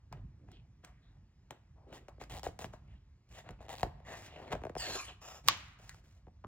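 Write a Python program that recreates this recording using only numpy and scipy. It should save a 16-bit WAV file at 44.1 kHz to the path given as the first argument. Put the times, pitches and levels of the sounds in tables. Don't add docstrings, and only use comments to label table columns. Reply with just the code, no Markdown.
import sys
import numpy as np
from scipy import signal
from scipy.fft import rfft, irfft, next_fast_len
from scipy.io import wavfile
from scipy.ndimage import uniform_filter1d, map_coordinates

SR = 44100
rng = np.random.default_rng(int(sys.argv[2]) if len(sys.argv) > 2 else 0)


def transcribe(u):
    v = np.clip(np.atleast_2d(u).T, -1, 1)
    q = np.round(v * 32767).astype(np.int16)
    wavfile.write(sys.argv[1], SR, q)


N = 285327
SIZE = 8192
TIME = np.arange(N) / SR
BLOW_HZ = np.fft.rfftfreq(SIZE, 1 / SR)

# (frequency_hz, level_db_per_hz)
HUSH_COLOUR = [(30, -7), (200, -0.5), (450, -3.5), (850, -3), (1400, -7.5), (2200, -7.5), (3200, -13),
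               (5000, -13), (7000, -17), (16000, -38.5)]
# (frequency_hz, level_db_per_hz)
LOW_AIR_COLOUR = [(20, -23.5), (35, -12), (50, 0.5), (70, 0.5), (100, -2), (135, -5.5), (180, -12.5),
                  (260, -22), (400, -30.5), (1000, -72), (4000, -77)]
ROOM_RUMBLE_DB, ROOM_HUSH_DB = -59.5, -80
RUMBLE_RISE_S = 0.065

# (start_s, length_s, dull_rub_db, bright_hiss_db, start_to_end_swell_db)
RUBBINGS = [(0.11, 0.12, -64, -88, -22), (0.464, 0.071, -71, -87, 6), (0.824, 0.069, -59, -73, -11),
            (0.99, 0.18, -81.5, -95, 6), (1.496, 0.056, -58, -98, -9), (1.866, 0.073, -61.5, -80, 14),
            (1.92, 0.051, -63.5, -63.5, -2), (1.99, 0.18, -75.5, -100, -4), (2.191, 0.036, -51, -59, -2.5),
            (2.289, 0.06, -58, -59, -3), (2.44, 0.04, -56, -58, 3), (2.588, 0.064, -55, -61, 0),
            (2.718, 0.017, -53, -62.5, -3), (2.781, 0.16, -76.5, -91, 14), (3.274, 0.11, -69.5, -68.5, 21),
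            (3.43, 0.08, -60.5, -84, 9.5), (3.575, 0.09, -63.5, -92, 1), (3.7, 0.11, -66, -72, -6),
            (3.8, 0.06, -57, -70, 4), (3.877, 0.19, -69.5, -98, 2), (4.05, .085, -57.5, -64, 9),
            (4.134, 0.14, -59, -59.5, -2), (4.264, 0.27, -53.5, -72, 3), (4.494, 0.046, -47, -63, -1),
            (4.595, 0.11, -63.5, -79, -6.5), (5.427, 0.06, -58, -62.5, 17.5),
            (5.503, 0.24, -74.5, -67.5, -21), (5.773, 0.21, -71, -68, -1), (6.025, 0.16, -75.5, -75.5, -9)]
# (frequency_hz, level_db_per_hz)
RUB_COLOUR = [(30, -22), (100, 7.5), (250, 0.5), (480, -1), (720, 2.5), (1000, -4.5), (1400, -8.5),
              (2000, -9.5), (2900, -13), (4200, -19), (9000, -55)]
# (frequency_hz, level_db_per_hz)
HISS_COLOUR = [(500, -20), (1400, -2), (2700, 1), (4000, -2), (5300, -1), (7000, 0), (9000, -5),
               (11000, -7.5), (13500, -10.5), (16000, -14)]
STROKE_ATTACK_S = .018
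HISS_FADE_DB_PER_S, RUB_FADE_DB_PER_S = 559, 362
CRACKLE_PER_S, CRACKLE_SHARE = 1600, .45

# (time_s, push_energy_db, eddy_level_db)
PUFFS = [(0.116, -28, -48), (0.178, -28, -55), (2.221, -27, -53), (2.3, -26.5, -53.5), (2.34, -24, -63),
         (2.471, -15, -57), (2.645, -17, -49.5), (3.505, -18, -52), (3.833, -8.5, -51.5), (4.075, -39, -68),
         (4.536, -12.5, -53), (4.758, -20.5, -54), (5.488, -30.5, -54), (6.276, -26.5, -70),
         (6.451, -23, -45.5)]
# (centre_hz, width_hz, level_db)
AIR_MODES = [(53.6, 38, 27), (106, 33, 5), (228, 200, -6.5)]
PUFF_LOW_HZ, PUFF_SOFT_HZ = 38.7, 700
EDDY_RISE_S, EDDY_FADE_DB_PER_S = 0.021, 41

# (time_s, body_energy_db, crisp_edge_energy_db, page_pitch_ratio, glide_cycles)
FLICKS_AND_LOUD_SLIPS = [(0.1266, -23.5, -33, 1.19, 1.97), (.487, -36, -59, 0.9, 2),
                         (0.517, -47, -39.5, 1.8, 1), (0.848, -35, -29, 2, 1.5),
                         (1.508, -21.5, -27, 1.08, 1.8), (1.928, -24.5, -39, 0.8, 2.4),
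                         (2.084, -23.5, -38, 0.76, 1.97), (2.182, -33.5, -67, 0.72, 2),
                         (2.214, -20, -38, 1.1, 2), (2.239, -30.5, -33, 2.7, 1), (2.298, -33, -33, 1, 1),
                         (2.379, -28.5, -31, 0.98, 0.9), (2.386, -29.5, -30, 1, 0.9),
                         (2.395, -28.5, -30, 1.1, 0.97), (2.4325, -20, -23.5, 1, 2.26),
                         (2.441, -23, -25.5, 1.1, 2), (2.4659, -7.5, -35, 0.915, 2.2),
                         (2.486, -22, -54, .6, 2), (2.591, -19.5, -25.5, 0.97, 2),
                         (2.644, -15.5, -28.5, 0.9, 2.02), (2.662, -26, -56, 0.48, 2),
                         (2.736, -24.5, -49, 0.8, 2.3), (3.4905, -22.5, -36.5, 0.97, 2.47),
                         (3.508, -31.5, -36.5, 0.63, 4), (3.606, -27, -52, 0.85, 1.5),
                         (3.684, -26.5, -40, 0.92, 1.5), (3.693, -22.5, -28, 1.08, 1.5),
                         (3.8314, -1, -17.5, 0.95, 1.6), (3.847, -18, -50, .8, 2),
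                         (3.864, -20, -55, .45, 2), (4.002, -35.5, -58, 0.85, 2),
                         (4.526, -10.5, -23, 0.96, 3.36), (4.537, -16.5, -34, 0.86, 5.2),
                         (4.552, -13, -37, 0.8, 2.6), (4.618, -22.5, -50, 0.6, 2),
                         (4.637, -16, -38.5, 0.85, 2.4), (4.652, -13, -38, 0.85, 2.27),
                         (4.668, -15, -42.5, 0.84, 2.13), (4.696, -16, -40, 0.64, 2.75),
                         (4.753, -16, -35, 0.83, 2.83), (4.765, -11, -44, 0.95, 2),
                         (5.4774, -32.5, -15, 1.1, 0.95), (5.797, -36, -52, .8, 2),
                         (5.894, -30.5, -23, 2.24, 1), (5.945, -34, -43.5, 1.7, 1.97),
                         (6.269, -34, -66, 0.95, 3.09), (6.282, -34, -64, 1, 2),
                         (6.441, -27, -67.5, 1.3, 2), (6.446, -21.5, -63, 1.57, 2)]
# (centre_hz, width_hz, level_db)
PAGE_MODES = [(270, 580, 2), (518, 200, 11), (740, 100, 16), (1800, 430, -1), (2800, 450, -2)]
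# (frequency_hz, level_db_per_hz)
EDGE_COLOUR = [(300, -30), (1200, -6), (2500, 0), (4000, -2), (7300, -1), (10000, -7), (14000, -8),
               (16500, -15)]
EDGE_ECHO_S, EDGE_ECHO_SHARE = .001, .4

# (start_s, length_s, centre_hz, width_hz, level_db, glide_octaves)
FRICTION_BANDS = [(0.385, 0.23, 294, 300, -65, .4), (0.506, 0.13, 3130, 1610, -69.5, -0.4),
                  (0.885, 0.39, 1830, 1000, -81, -0.38), (1.019, 0.12, 3760, 700, -78, 0),
                  (1.756, 0.17, 744, 587, -69, 0.18), (1.863, 0.21, 380, 500, -59.5, -0.075),
                  (1.916, 0.075, 2870, 1000, -67, -0.18), (2.08, 0.073, 850, 800, -66, -0.59),
                  (2.297, 0.077, 2300, 1700, -58, -.8), (2.866, 0.18, 2790, 1220, -77.5, 0.4),
                  (3.335, 0.08, 3100, 1200, -65, 0), (4.22, 0.2, 3100, 2200, -63.5, -.3),
                  (4.36, 0.24, 500, 455, -55.5, -.4), (4.86, 0.15, 550, 600, -49, 0.2),
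                  (4.95, 0.1, 1150, 350, -50, 0), (4.84, 0.09, 4270, 350, -50.5, -.05),
                  (4.925, 0.13, 6650, 450, -53, 0), (4.985, 0.07, 2400, 300, -49, -.1),
                  (5.06, 0.09, 2850, 500, -57, -.2), (5.891, 0.05, 1740, 710, -60.5, 0.18)]

# (start_s, length_s, level_db, start_to_end_swell_db, treble_edge_hz)
DRAGS = [(1.93, 0.05, -63, 0, 9000), (3.294, 0.095, -62.5, 14, 9000), (3.454, 0.044, -72, 11, 3000),
         (3.597, 0.042, -61, -7, 1690), (3.686, 0.042, -49.5, -7, 3500), (4.035, 0.03, -60, 6, 2800),
         (4.058, 0.07, -49.5, 3, 2500), (4.124, 0.13, -58, -10, 2800)]
# (centre_hz, width_hz, level_db)
FINGER_MODES = [(680, 280, 2), (1150, 250, -5), (1900, 300, 1.5), (2700, 400, -5.5), (3600, 450, -6.5),
                (4500, 400, -11), (5750, 400, -12), (7150, 850, -6.5), (10200, 1500, -13),
                (13500, 2000, -15)]

# (start_s, end_s, first_slips_per_s, last_slips_per_s, body_energy_db, edge_energy_db), energies per slip
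SLIPS = [(1.935, 1.984, 260, 200, -42, -38), (2.088, 2.097, 300, 250, -42, -45),
         (2.302, 2.346, 230, 300, -37, -33.5), (2.349, 2.375, 290, 200, -28.5, -28.5),
         (2.446, 2.464, 330, 280, -28, -27), (2.597, 2.642, 300, 230, -30, -31),
         (2.648, 2.661, 330, 300, -42, -36), (3.612, 3.667, 190, 150, -38, -50),
         (3.699, 3.749, 180, 210, -27.5, -29.5), (3.754, 3.792, 100, 190, -36, -30),
         (3.797, 3.823, 180, 140, -29.5, -26.5), (4.518, 4.536, 540, 430, -17.5, -40.5)]
# (centre_hz, width_hz, level_db)
CRINKLE_MODES = [(720, 260, 0), (1900, 400, 1), (2850, 600, 0), (3750, 450, -7), (7100, 1400, -10),
                 (10200, 1500, -19), (13200, 2000, -23)]
SLIP_JITTER, SLIP_SCATTER_DB, SLIP_BEND = .18, 2.5, .11

# (time_s, level_db, treble_relative_to_lows_db)
SLIDE = [(4.777, -52, 4), (4.785, -47, 9.5), (4.804, -40.5, 0.5), (4.86, -41.5, -2), (4.899, -43, 1.5),
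         (4.955, -39, 0), (4.98, -45, 1), (5.02, -49, 6), (5.058, -52, 5), (5.071, -54.5, -2),
         (5.1, -51, -12.5), (5.164, -73, -12.5)]
# (frequency_hz, level_db_per_hz)
SHEET_COLOUR = [(150, -15), (400, -4), (720, -1), (1100, -2), (2000, -4), (2800, -3), (4200, -5.5),
                (5400, -7.5), (7000, -5), (9000, -10), (11000, -13), (16000, -23)]
# (centre_hz, width_hz, level_db)
ARCH_MODES = [(780, 240, 0), (1750, 260, 2), (2750, 380, 2), (4430, 330, 7), (5800, 400, -4),
              (7100, 500, 0), (10300, 2000, -14), (14200, 2000, -16)]
ARCH_SPRING_OCT, ARCH_SPRING_S = .25, .025
ARCH_SAG_OCT_PER_S = .4
ARCH_RING_DB, ARCH_FADE_DB_PER_S = 8, 62

# (start_s, length_s, level_db, start_to_end_swell_db)
LIFT = (5.204, 0.18, -54.5, -2)
# (centre_hz, width_hz, level_db)
LIFTED_MODES = [(720, 380, 5), (1200, 350, 2), (1800, 400, -2.5), (2750, 520, 0), (3600, 500, -5),
                (5300, 700, -1), (6200, 400, -2.5), (7050, 520, .5), (10000, 1500, -10), (14000, 2000, -13)]

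# (time_s, energy_db)
SNAPS = [(5.4856, 8), (5.4953, -11.5)]
# (centre_hz, width_hz, level_db)
TAUT_MODES = [(745, 40, -19), (970, 95, 7), (1159, 71, 18), (2010, 800, 2), (2754, 730, -9),
              (3925, 1700, 2.5), (7600, 3500, -15), (14500, 1900, -18.5)]
# (frequency_hz, level_db_per_hz)
CRACK_COLOUR = [(150, -11), (450, -8.5), (1000, -2), (1500, -3), (2700, 0.5), (4000, -1.5), (7000, -7.5),
                (9000, -29.5), (11000, -25.5), (16000, -30.5)]

# (frequency_hz, left_lead_radians)
NEAR_PHASE = [(100, 0), (350, .25), (750, .45), (1700, .65), (3000, 1.7), (4500, 2.0), (7700, 2.25),
              (8600, 3.0), (11700, 3.25), (12800, 4.0), (15000, 4.7)]
# (frequency_hz, left_minus_right_db)
NEAR_BALANCE = [(60, -.5), (200, -2.5), (380, -1), (680, 5), (1300, 2.5), (2500, -1), (5000, -.5),
                (8500, 0), (15000, .5)]
# (frequency_hz, coherence)
TAIL_COHERENCE = [(100, .95), (300, .45), (700, .3), (1400, .45), (3000, -.1), (7800, -.35), (8600, -.99),
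                  (11700, -.99), (13000, -.45)]
# (frequency_hz, t60_s)
ROOM_T60 = [(100, 0.73), (400, 0.37), (1200, 1), (3000, 0.67), (6000, 0.47), (14000, 0.44)]
TOP_HZ = 16100


def amp(db):
    return 10 ** (np.asarray(db) / 20)


def unit(x):
    return x / np.sqrt(np.mean(x ** 2) + 1e-20)


def along(points, hz):
    f, v = np.transpose(points)
    return np.interp(np.log(hz + 1), np.log(f + 1), v)


def curves(rows):
    s, *columns = np.transpose(rows)
    return [np.interp(TIME, s, column) for column in columns]


def wobble(rate):
    knots = rng.standard_normal(int(N * rate / SR) + 4)
    return map_coordinates(knots, [TIME * rate], order=1)


def filtered(x, response):
    n = x.shape[-1]
    m = next_fast_len(n + SIZE)
    return irfft(rfft(x, m) * response(np.fft.rfftfreq(m, 1 / SR)), m)[..., :n]


def noise(spectrum, patchy_db, size=12):
    z = signal.stft(rng.standard_normal(N), nperseg=512)[2]
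    field = uniform_filter1d(rng.standard_normal(z.shape), size=5, axis=0)
    field = uniform_filter1d(field, size=size, axis=1)
    patchy = signal.istft(z * amp(patchy_db * unit(field)), nperseg=512)[1][:N]
    return unit(filtered(patchy, lambda hz: amp(along(spectrum, hz))))


def crackle():
    catches = rng.standard_normal(N) * (rng.random(N) < CRACKLE_PER_S / SR)
    rush = rng.standard_normal(N)
    return np.sqrt(1 - CRACKLE_SHARE) * rush + np.sqrt(CRACKLE_SHARE) * unit(catches)


def ringing(modes):
    def power(hz):
        return sum(amp(db) ** 2 / (1 + ((hz - c) / w) ** 2 * 2) ** 2 for c, w, db in modes)
    return unit(filtered(crackle(), lambda hz: np.sqrt(power(hz))))


def glide(x, octaves):
    return map_coordinates(x, [np.cumsum(2 ** octaves)], mode="wrap")


def gesture(start, length, attack, swell_db, fade_db_per_s):
    t = TIME - start
    held = np.clip(t / length, 0, 1) - .5
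    fade_db = fade_db_per_s * np.maximum(t - length, 0)
    return np.clip(t / attack, 0, 1) ** 2 * amp(swell_db * held - fade_db)


def causal(spectrum):
    cepstrum = irfft(np.log(amp(along(spectrum, BLOW_HZ))))
    fold = np.r_[1, np.full(SIZE // 2 - 1, 2), 1, np.zeros(SIZE // 2 - 1)]
    return np.exp(rfft(cepstrum * fold))


def resonances(modes, pitch):
    f = BLOW_HZ / pitch
    return sum(amp(db) * 1j * f * w / (c * c - f * f + 1j * f * w) for c, w, db in modes)


def page(pitch, soft_hz):
    return resonances(PAGE_MODES, pitch) / (1 + 1j * BLOW_HZ / soft_hz) ** 2


def impulse(response):
    sound = np.fft.fftshift(irfft(response)) * signal.windows.tukey(SIZE, .5)
    return sound / np.linalg.norm(sound)


def blow(response, cycles, scatter, t60):
    t = np.arange(SIZE) / SR
    push = scatter * unit(rng.standard_normal(SIZE) * amp(-60 * t / t60)) / np.sqrt(SIZE)
    push[0] += 1
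    lag = np.exp(-2j * np.pi * cycles * np.log((1 + BLOW_HZ / 60) / (1 + BLOW_HZ / 2000)))
    return impulse(rfft(push) * response * lag)


def add(track, s, sound):
    part = track[max(0, round(s * SR) - len(sound) // 2):][:len(sound)]
    part += sound[:len(part)]


def floor():
    rise = np.clip(TIME / RUMBLE_RISE_S, .2, 1)
    rumble = rise * amp(ROOM_RUMBLE_DB + 0.81 * wobble(4.4)) * noise(LOW_AIR_COLOUR, patchy_db=2.0)
    return rumble + amp(ROOM_HUSH_DB) * noise(HUSH_COLOUR, patchy_db=1.5)


def rubbings():
    rub_power, hiss_power = np.zeros(N), np.zeros(N)
    for s, length, rub_db, hiss_db, swell_db in RUBBINGS:
        rub_gain = amp(rub_db) * gesture(s, length, STROKE_ATTACK_S, swell_db, RUB_FADE_DB_PER_S)
        hiss_gain = amp(hiss_db) * gesture(s, length, STROKE_ATTACK_S, swell_db, HISS_FADE_DB_PER_S)
        rub_power += rub_gain ** 2
        hiss_power += hiss_gain ** 2
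    grain_db = 2.2 * wobble(600)
    drift_db = 2.0 * wobble(110)
    unevenness = amp(drift_db + grain_db)
    rub = unit(noise(RUB_COLOUR, patchy_db=2.8) * unevenness)
    hiss = filtered(crackle(), lambda hz: amp(along(HISS_COLOUR, hz)))
    return np.sqrt(rub_power) * rub + np.sqrt(hiss_power) * unit(hiss * unevenness)


def puffs():
    out, eddy_power = np.zeros(N), np.zeros(N)
    escape = (1j * BLOW_HZ / (PUFF_LOW_HZ + 1j * BLOW_HZ)) ** 2
    swing = escape * resonances(AIR_MODES, pitch=1) / (1 + 1j * BLOW_HZ / PUFF_SOFT_HZ) ** 2
    for s, push_db, eddy_db in PUFFS:
        add(out, s, amp(push_db) * blow(swing, cycles=0.14, scatter=0.9, t60=0.085))
        eddy_gain = amp(eddy_db) * gesture(s, EDDY_RISE_S, EDDY_RISE_S, 0, EDDY_FADE_DB_PER_S)
        eddy_power += eddy_gain ** 2
    return out + np.sqrt(eddy_power) * noise(LOW_AIR_COLOUR, patchy_db=2)


def flicks_and_loud_slips():
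    out, edge = np.zeros(N), causal(EDGE_COLOUR)
    for s, body_db, edge_db, pitch, cycles in FLICKS_AND_LOUD_SLIPS:
        soft_hz = np.clip(12000 * amp(0.75 * (edge_db - body_db)), 900, 12000)
        pop = blow(page(pitch, soft_hz), cycles, scatter=.3, t60=.04)
        add(out, s - .0004, amp(body_db) * pop)
        echo = np.exp(-2j * np.pi * BLOW_HZ * EDGE_ECHO_S / pitch)
        click = blow(edge * (1 + EDGE_ECHO_SHARE * echo), cycles=0.21, scatter=0.78, t60=0.026)
        add(out, s, amp(edge_db) * click)
    return out


def friction_bands():
    out = np.zeros(N)
    friction = crackle() * amp(2.5 * wobble(120))
    for s, length, centre, width, db, octaves in FRICTION_BANDS:
        u = np.linspace(0, 1, round(length * SR))
        stretch = friction[round(s * SR):][:SR // 2]
        band = filtered(stretch, lambda hz: 1 / (1 + ((hz - centre) / (width / 2)) ** 2))
        swell = np.sin(np.pi * np.sqrt(u))
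        add(out, s + length / 2, amp(db) * swell * unit(glide(band, octaves * (u - .5))))
    return out


def drags():
    out = np.zeros(N)
    rasp = ringing(FINGER_MODES) * amp(2.5 * wobble(500) + 1.5 * wobble(60))
    for s, length, db, swell_db, soft_hz in DRAGS:
        touch = unit(filtered(rasp, lambda hz: 1 / np.sqrt(1 + (hz / soft_hz) ** 2)))
        out += amp(db) * gesture(s, length, STROKE_ATTACK_S, swell_db, RUB_FADE_DB_PER_S) * touch
    return out


def slips():
    out = np.zeros(N)
    for start, end, first, last, body_db, edge_db in SLIPS:
        s = start
        for gap, force_db, bend in rng.standard_normal((24, 3)) * [SLIP_JITTER, SLIP_SCATTER_DB, SLIP_BEND]:
            pitch = np.exp(bend)
            body = amp(body_db) * blow(page(pitch, soft_hz=5000), cycles=1.0, scatter=0.17, t60=0.023)
            crinkle = blow(resonances(CRINKLE_MODES, pitch), cycles=0.24, scatter=0.65, t60=0.007)
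            if s <= end:
                add(out, s, amp(force_db) * (body + amp(edge_db) * crinkle))
            s += np.exp(gap) / np.interp(s, [start, end], [first, last])
    return out


def slide():
    level_db, treble_db = curves(SLIDE)
    start, end = SLIDE[0][0], SLIDE[-1][0]
    elapsed = np.clip(TIME - start, 0, end - start)
    octaves = ARCH_SPRING_OCT * np.exp(-elapsed / ARCH_SPRING_S) - ARCH_SAG_OCT_PER_S * elapsed
    ring = amp(ARCH_RING_DB - ARCH_FADE_DB_PER_S * elapsed)
    rasp = noise(SHEET_COLOUR, patchy_db=4.5, size=4)
    arch = glide(ringing(ARCH_MODES), octaves)
    grain = amp(1.3 * wobble(200) + 1.1 * wobble(1200))
    friction = (rasp + ring * arch) / np.sqrt(1 + ring ** 2) * grain
    lows = filtered(friction, lambda hz: 1 / (1 + (hz / 3800) ** 6))
    treble = amp(treble_db)
    friction = (lows + treble * (friction - lows)) / np.sqrt(1 + treble ** 2)
    sliding = gesture(start - STROKE_ATTACK_S, end - start, STROKE_ATTACK_S, 0, RUB_FADE_DB_PER_S)
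    return sliding * amp(level_db) * unit(friction)


def peel():
    s, length, db, swell_db = LIFT
    grain = amp(1.6 * wobble(300) + 1.1 * wobble(40))
    lifting = gesture(s, length, STROKE_ATTACK_S, swell_db, HISS_FADE_DB_PER_S)
    return amp(db) * lifting * unit(ringing(LIFTED_MODES) * grain)


def snaps():
    near, thrown = np.zeros(N), np.zeros(N)
    dipole = (1j * BLOW_HZ / (750 + 1j * BLOW_HZ)) ** 2
    taut = resonances(TAUT_MODES, pitch=0.97) * dipole
    for s, db in SNAPS:
        add(near, s - .0004, amp(db) * blow(taut, cycles=1.4, scatter=0.65, t60=.012))
        add(thrown, s, amp(db) * impulse(causal(CRACK_COLOUR)))
    return near, thrown


def near_stereo(x, offset):
    side = np.array([[.5], [-.5]])

    def response(hz):
        phase = side * offset * along(NEAR_PHASE, hz)
        return amp(side * along(NEAR_BALANCE, hz)) * np.exp(1j * phase)
    return filtered(x, response)


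def room(x):
    hz, t, z = signal.stft(rng.standard_normal((2, SR)), SR, nperseg=256)
    decay = amp(-60 * t / along(ROOM_T60, hz)[:, None])
    tails = signal.istft(z * decay, SR, nperseg=256)[1]
    t = np.arange(tails.shape[1]) / SR
    tails = tails * (1 - np.exp(-t / 0.0024)) * (1 + 3.74 * np.exp(-t / 0.029))

    def mid_side(hz):
        turn = np.arccos(np.clip(along(TAIL_COHERENCE, hz), -1, 1)) / 2
        return np.array([np.cos(turn), np.sin(turn)])
    mid, side = filtered(tails, mid_side)
    pair = np.array([mid + side, mid - side])
    return signal.fftconvolve(x[None], pair / np.linalg.norm(pair[0]), axes=1)[:, :N]


def scene():
    ticks = flicks_and_loud_slips() + slips()
    rustle = rubbings() + drags() + slide() + peel() + friction_bands()
    snap, thrown = snaps()
    near = near_stereo(ticks, offset=.95) + near_stereo(snap + rustle + puffs() + floor(), offset=1)
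    return near + room(amp(-13.0) * ticks + amp(-9.5) * rustle + amp(-10.0) * thrown)


def record(dry):
    return filtered(dry, lambda hz: 1 / np.sqrt(1 + (hz / TOP_HZ) ** 160))


dry = scene()
out = record(dry)
transcribe(out)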